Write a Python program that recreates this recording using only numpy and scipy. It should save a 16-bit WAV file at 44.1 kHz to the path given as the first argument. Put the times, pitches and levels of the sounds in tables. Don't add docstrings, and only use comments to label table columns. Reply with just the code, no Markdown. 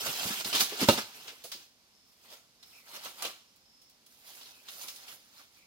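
import sys
import numpy as np
from scipy import signal
from scipy.fft import rfft, irfft, next_fast_len
from scipy.io import wavfile
from scipy.ndimage import uniform_filter1d

SR = 44100
rng = np.random.default_rng(int(sys.argv[2]) if len(sys.argv) > 2 else 0)


def master(y):
    cut = np.clip(np.atleast_2d(y).T, -1, 1)
    pcm = np.round(cut * 32767)
    wavfile.write(sys.argv[1], SR, pcm.astype(np.int16))


N = 249782

# pitch_hz [Hz], density_db [dB per Hz]
AIR_SPECTRUM = [(15, -40.5), (25, -0.5), (153, -5), (229, -1.5), (384, -8), (531, -7), (1840, -10),
                (3620, -6), (5140, -3.5), (8360, -15), (9840, -14), (12200, -19), (14000, -15.5),
                (16000, -30.5)]
BRUSHED_GRASS_SPECTRUM = [(120, -17), (200, -15.5), (473, -10), (590, -8), (1250, -8.5), (1350, -6),
                          (2020, -8.5), (2560, -6), (3900, -3), (6170, -6), (8740, -14.5), (9930, -9),
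                          (11300, -13), (14600, -11.5), (16000, -16)]
TRODDEN_GRASS_SPECTRUM = [(88, -46), (150, -16.5), (286, -11), (484, -6.5), (534, -5.5), (941, -6),
                          (1020, -5.5), (1390, -3.5), (1720, -6), (2760, -3), (4240, -1.5), (8560, -10),
                          (9820, -9.5), (15100, -10), (16000, -13)]
LEAF_SPECTRUM = [(47, -47), (80, -13), (194, -9), (441, -2.5), (515, -8), (702, -4), (1250, -6),
                 (1400, -2.5), (1950, -6.5), (2780, -0.5), (5520, -2.5), (8990, -10.5), (14300, -10.5),
                 (16000, -13.5)]
STALK_SPECTRUM = [(100, -13.5), (300, -11.5), (600, -2.5), (1200, -3), (2000, -3.5), (2900, 1.5), (4200, 1),
                  (6000, -4), (8500, -12.5), (10500, -13), (12500, -22), (16000, -13)]
# start_s [s], length_s [s], relative level_db [dB], pitch_hz [Hz], nominal width_hz [Hz]
INSECT_SWELLS = [(1.86, 0.34, -73.5, 5350, 200), (2.55, 0.3, -68, 5350, 230), (3.3, 0.31, -77, 5400, 260),
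                 (3.56, 0.44, -70, 5280, 260), (4.2, 0.4, -70, 5180, 263), (4.85, 0.37, -70, 5335, 268)]
BIRD_NOTES = [(2.71, 0.12, -63, 2510, 171), (2.78, 0.11, -71, 2150, 169.4), (4.5, 0.14, -69, 2560, 130),
              (5.53, 0.195, -71, 2340, 220)]
# start_s [s], hold_s [s], relative level_db [dB], extra treble_db [dB]
HAND_STROKES = [(4.115, 0.15, -65.5, 7), (4.275, .11, -53, 3.5), (4.42, 0.088, -53.5, -1.5),
                (4.55, .12, -64.5, 5), (4.685, 0.0071, -51.5, -3), (4.72, 0.11, -51.5, 4),
                (4.815, 0.027, -45, 3), (4.878, 0.014, -50.5, 6), (4.94, .11, -53.5, 0),
                (5.09, 0.035, -48.5, 1.5), (5.2, .2, -63.5, -0.5), (5.385, 0.026, -55, 0.5),
                (5.55, 0.036, -64, 2.5)]
FOOT_STROKES = [(2.08, .1, -77, 11), (2.25, .02, -57, 0.5), (2.328, .01, -49, -1), (2.67, 0.14, -61.5, 4),
                (2.885, 0.031, -53.5, 1), (2.948, 0.017, -42.5, -1.5), (3.05, 0.017, -41, -0.5),
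                (3.18, .02, -52.5, 3), (3.245, 0.0085, -35, -4)]
FALL_STROKES = [(.008, .4, -37, 2), (.06, 0.019, -40.5, 6.5), (.2, 0.13, -40, -3), (.46, 0.059, -38, 3.5),
                (.548, 0.0086, -30, -0.5), (.607, .008, -26.5, 5), (.7, .09, -41, -3),
                (.806, 0.027, -27.5, -3.5), (.88, 0.059, -34.5, 3.5), (.98, 0.0041, -31, -4.5),
                (1.05, 0.11, -54.5, 1), (1.145, 0.15, -50.5, 1), (1.283, 0.0064, -46.5, -25),
                (1.33, 0.31, -58, 1)]
# start_s [s], relative level_db [dB], t60_s [s], ring_hz [Hz]
TWIG_STRIKES = [(.062, -36.5, 0.18, 1400), (.407, -31.5, .033, 2400), (0.445, -31, 0.074, 4100),
                (.527, -30, 0.16, 2970), (.548, -28, 0.4, 3570), (.604, -25, .12, 4800),
                (.885, -21.5, .15, 3940), (.976, -32.5, 0.11, 1310), (1.277, -44.5, 0.16, 2400),
                (1.438, -43, 0.26, 11000), (1.516, -38.5, 0.21, 4840), (2.301, -51, 0.077, 4490),
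                (2.627, -52, 0.1, 4000), (3.055, -43, .1, 1400), (3.2213, -31, 0.072, 10000),
                (3.249, -34, 0.087, 2820), (3.559, -59, 0.085, 13070), (3.815, -60.5, 0.16, 11070),
                (3.895, -58.5, .1, 12000), (4.062, -54, 0.086, 10000), (4.411, -50.5, 0.11, 3360),
                (4.684, -42.5, 0.092, 3640), (4.882, -40.5, 0.15, 5650), (4.959, -45.5, 0.088, 10500),
                (5.08, -46, 0.08, 2900)]
# start_s [s], relative level_db [dB], centre_hz [Hz]
DULL_BLOWS = [(.059, -40, 533), (.083, -47, 152), (.253, -36, 188), (.301, -37, 197), (.456, -39.5, 264.6),
              (.542, -38.5, 296), (.614, -37.5, 230), (.721, -36, 420), (.815, -25.5, 314),
              (.824, -24.5, 210), (.8865, -14, 235), (.922, -30.5, 325), (.977, -35, 230),
              (1.326, -53.5, 455), (1.442, -44.5, 508), (1.548, -54, 336), (3.221, -40, 1176),
              (3.247, -42, 475)]
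# start_s [s], relative level_db [dB], contact_ms [ms]
STICK_CONTACTS = [(0.887, -22, .4), (0.8903, -20, .6), (0.8957, -25, .4), (0.8988, -27, .6),
                  (0.9085, -33, .5)]
# pitch_hz [Hz], relative level_db [dB], t60_s [s]
STICK_MODES = [(335, -16, 0.14), (501, 0.5, 0.037), (552, 1, 0.048), (806.4, -6, .06), (892, -5, 0.061),
               (1268, -7, .05), (2712, -8, 0.094), (2800, -10, 0.11), (3770, -9.5, 0.08), (4060, -10, 0.08),
               (4985, -19.5, 0.079)]
# pitch_hz [Hz], t60_s [s]
ECHO_DECAY = [(60, .42), (200, .32), (350, .28), (700, .38), (4000, .48), (16000, .4)]
# pitch_hz [Hz], likeness [no unit, limited to 0..1 in use]
PORT_LIKENESS = [(30, -0.55), (250, 1.5), (600, 0.6), (1100, 1.63), (2500, -0.4), (6000, 0.28),
                 (9000, -1.5)]
# pitch_hz [Hz], left_minus_right_db [dB]
PORT_BALANCE = [(50, -6.5), (250, -4.5), (600, -3), (1300, -0.5), (2500, 1), (5000, -1.4), (9000, -5),
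                (14000, -10)]


def gain_of(db):
    return 10 ** (np.asarray(db) / 20)


def evened(x):
    return x / np.sqrt(np.mean(x ** 2) + 1e-20)


def read(points, hz):
    table_hz, value = np.transpose(points)
    return np.interp(np.log(hz + 1), np.log(table_hz + 1), value)


def add(mix, start_s, sound):
    part = mix[..., max(round(start_s * SR), 0):][..., :sound.shape[-1]]
    part += sound[..., :part.shape[-1]]


def colour(x, db_at):
    size = next_fast_len(x.shape[-1] + 1024)
    hz = np.fft.rfftfreq(size, 1 / SR) + 1
    filtered = irfft(rfft(x, size) * gain_of(db_at(hz)), size)
    return evened(filtered[..., :x.shape[-1]])


def wander(size, per_s):
    knots = rng.standard_normal(2000)
    return np.interp(np.arange(size) / SR * per_s, np.arange(2000), knots)


def air(level_db):
    breeze = gain_of(.4 * wander(N, per_s=7))
    hush = colour(rng.standard_normal((2, N)), lambda hz: read(AIR_SPECTRUM, hz))
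    return gain_of(level_db) * breeze * hush


def far_calls(calls, glide):
    out = np.zeros((2, N))
    for start_s, length_s, level_db, pitch_hz, width_hz in calls:
        t = np.arange(int(length_s * SR)) / SR
        noise = rng.standard_normal((2, SR))
        blur = colour(noise, lambda hz: -20 * np.log10(1 + (hz / width_hz * 0.9) ** 3))[:, :len(t)]
        sliding_hz = pitch_hz * (1 + glide * (t / length_s - .5))
        carrier = np.sin(2 * np.pi * np.cumsum(sliding_hz) / SR)
        swell = signal.windows.tukey(len(t), .7)
        add(out, start_s, 2 * gain_of(level_db) * blur * carrier * swell)
    return out


def insects():
    return far_calls(INSECT_SWELLS, glide=0.055)


def bird():
    return far_calls(BIRD_NOTES, glide=-0.081)


def shimmer(x, depth_db):
    z = signal.stft(x, nperseg=512, noverlap=384)[2]
    field = rng.standard_normal(z.shape[1:])
    patches = evened(uniform_filter1d(uniform_filter1d(field, size=9, axis=1), size=4, axis=0))
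    broad = evened(uniform_filter1d(uniform_filter1d(field[::-1], size=7, axis=1), size=30, axis=0))
    coloured = z * gain_of(depth_db * (patches + 0.51 * broad))
    return evened(signal.istft(coloured, nperseg=512, noverlap=384)[1][:, :x.shape[1]])


def crackle(per_s, spread_db, clump_db):
    size_db = spread_db * np.minimum(rng.exponential(1, N), 4.5) + clump_db * wander(N, per_s=130)
    clicks = gain_of(size_db) * (rng.random(N) < per_s / SR)
    pitches = np.geomspace(500, 15000, 16)
    leaf = rng.integers(0, len(pitches), N)
    out = np.zeros((2, N))
    for k, pitch_hz in enumerate(pitches):
        cycles = np.arange(400) * pitch_hz / SR
        ring = np.exp(-cycles / 0.75) * np.sin(2 * np.pi * (cycles + rng.random((2, 1))))
        out += signal.oaconvolve((clicks * (leaf == k))[None], pitch_hz * ring, axes=1)[:, :N]
    return evened(out)


def rustle(strokes, rise_db_per_s, fade_db_per_s, spectrum, per_s, spread_db, clump_db):
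    t = np.arange(N) / SR
    power, treble_power = np.zeros((2, N))
    for start_s, hold_s, level_db, treble_db in strokes:
        rise_db = rise_db_per_s * np.clip(start_s - t, 0, 1)
        fade_db = fade_db_per_s * np.clip(t - start_s - hold_s, 0, 1)
        stroke = gain_of(level_db - rise_db - fade_db) ** 2
        power += stroke
        treble_power += stroke * gain_of(treble_db) ** 2
    taps = crackle(per_s, spread_db, clump_db)
    sliding = rng.standard_normal((2, N))
    leaves = colour(shimmer(taps + sliding, depth_db=2.3), lambda hz: read(spectrum, hz))
    treble_filter = signal.butter(2, 7500, "high", fs=SR, output="sos")
    treble = signal.sosfiltfilt(treble_filter, leaves)
    return np.sqrt(power) * (leaves - treble) + np.sqrt(treble_power) * treble


def picking_hands():
    return rustle(HAND_STROKES, rise_db_per_s=265, fade_db_per_s=220, spectrum=BRUSHED_GRASS_SPECTRUM,
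                  per_s=3700, spread_db=0.5, clump_db=-0.5)


def footsteps():
    return rustle(FOOT_STROKES, rise_db_per_s=295, fade_db_per_s=225, spectrum=TRODDEN_GRASS_SPECTRUM,
                  per_s=4500, spread_db=1.5, clump_db=2.0)


def falling_foliage():
    return rustle(FALL_STROKES, rise_db_per_s=699.5, fade_db_per_s=300, spectrum=LEAF_SPECTRUM,
                  per_s=6500, spread_db=1.0, clump_db=1.0)


def snaps(level_db, rise_s, ring_db, ring_octaves):
    out = np.zeros((2, N))
    t = np.arange(SR // 3) / SR
    for start_s, strike_db, t60_s, ring_hz in TWIG_STRIKES:
        tilt_db_per_octave = 0.86 + 3.1 * np.log2(ring_hz / 3000)

        def crack_db(hz):
            tilt_db = tilt_db_per_octave * np.log2(np.maximum(hz, 500) / 3000)
            peak_db = ring_db * np.exp(-(np.log2(hz / ring_hz) / ring_octaves) ** 2)
            return read(STALK_SPECTRUM, hz) + tilt_db + peak_db

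        burst = colour(rng.standard_normal((2, len(t))), crack_db)
        shape = gain_of(strike_db - 60 * t / t60_s) * (1 - np.exp(-t / rise_s))
        add(out, start_s, burst * shape)
    return gain_of(level_db) * out


def thuds(t60_s, rise_s, skirt_db, tone_db):
    out = np.zeros(N)
    t = np.arange(SR // 3) / SR
    shape = gain_of(-60 * t / t60_s) * (1 - np.exp(-t / rise_s))
    shape_rms = np.sqrt(np.mean(shape ** 2))
    for start_s, level_db, centre_hz in DULL_BLOWS:
        noise = rng.standard_normal(len(t))
        puff = colour(noise, lambda hz: -skirt_db * np.log2(1 + 2 * np.log2(hz / centre_hz) ** 2))
        body = puff + gain_of(tone_db) * np.sin(2 * np.pi * centre_hz * t)
        add(out, start_s, gain_of(level_db) * shape_rms * evened(body * shape))
    return out


def ground_push(level_db, push_ms):
    out = np.zeros(N)
    u = np.arange(SR // 20) / SR / (push_ms / 1000)
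    pulse = (1 - u) * np.exp(-u) * (1 - np.exp(-8 * u))
    for start_s, contact_db, _ in STICK_CONTACTS:
        add(out, start_s, gain_of(contact_db + level_db) * pulse)
    return out


def stick(level_db):
    out = np.zeros((2, N))
    t = np.arange(SR // 3) / SR
    for pitch_hz, mode_db, t60_s in STICK_MODES:
        start_turn = np.array([[0], [rng.random()]])
        ring = gain_of(mode_db - 60 * t / t60_s) * np.cos(2 * np.pi * (pitch_hz * t + start_turn))
        for start_s, contact_db, contact_ms in STICK_CONTACTS:
            softening = np.hypot(1, .5 * pitch_hz * contact_ms / 1000)
            add(out, start_s, gain_of(contact_db + level_db) * ring / softening)
    return out


def garden(x):
    taps = rng.standard_normal((2, SR // 2)) * (rng.random((2, SR // 2)) < .06)
    hz, t, z = signal.stft(taps, SR, nperseg=256)
    decay = gain_of(-60 * t / read(ECHO_DECAY, hz)[:, None])
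    build_up = np.minimum(t / 0.0088, 1)
    tail = signal.istft(z * decay * build_up, SR, nperseg=256)[1]
    return signal.fftconvolve(x, tail / np.linalg.norm(tail[0]), axes=1)[:, :N]


def ports(x):
    size = next_fast_len(N + 1024)
    direct, scattered = rfft(x, size)
    hz = np.fft.rfftfreq(size, 1 / SR)
    likeness = np.clip(read(PORT_LIKENESS, hz), 0, 1)
    side = gain_of(read(PORT_BALANCE, hz) / 2)
    lag_s = .25 / 1000 * hz / np.hypot(hz, 1500)
    left = direct * side * np.exp(-2j * np.pi * hz * lag_s)
    right = (likeness * direct + np.sqrt(1 - likeness ** 2) * scattered) / side
    return irfft(np.array([left, right]), size)[:, :N]


def scene():
    distance = air(level_db=-65.5) + insects() + bird()
    twigs = snaps(level_db=4, rise_s=.0013, ring_db=4.5, ring_octaves=0.24)
    leaves = picking_hands() + footsteps() + falling_foliage() + twigs
    blows = thuds(t60_s=.1, rise_s=.0015, skirt_db=6, tone_db=-1.5)
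    bass = blows + ground_push(level_db=9, push_ms=.9)
    wood = stick(level_db=1)
    echo = gain_of(-11.0) * garden(leaves) + gain_of(-16.0) * garden(wood + bass)
    return ports(leaves + wood + echo + distance) + bass * gain_of([[-.5], [.5]])


def record(dry):
    bass_cut = signal.butter(2, 45, "high", fs=SR, output="sos")
    thin = signal.sosfilt(bass_cut, dry)
    band_limit = signal.firwin(511, 15950, window=("kaiser", 9), fs=SR)
    return signal.oaconvolve(thin, band_limit[None], "same")


dry = scene()
out = record(dry)
master(out)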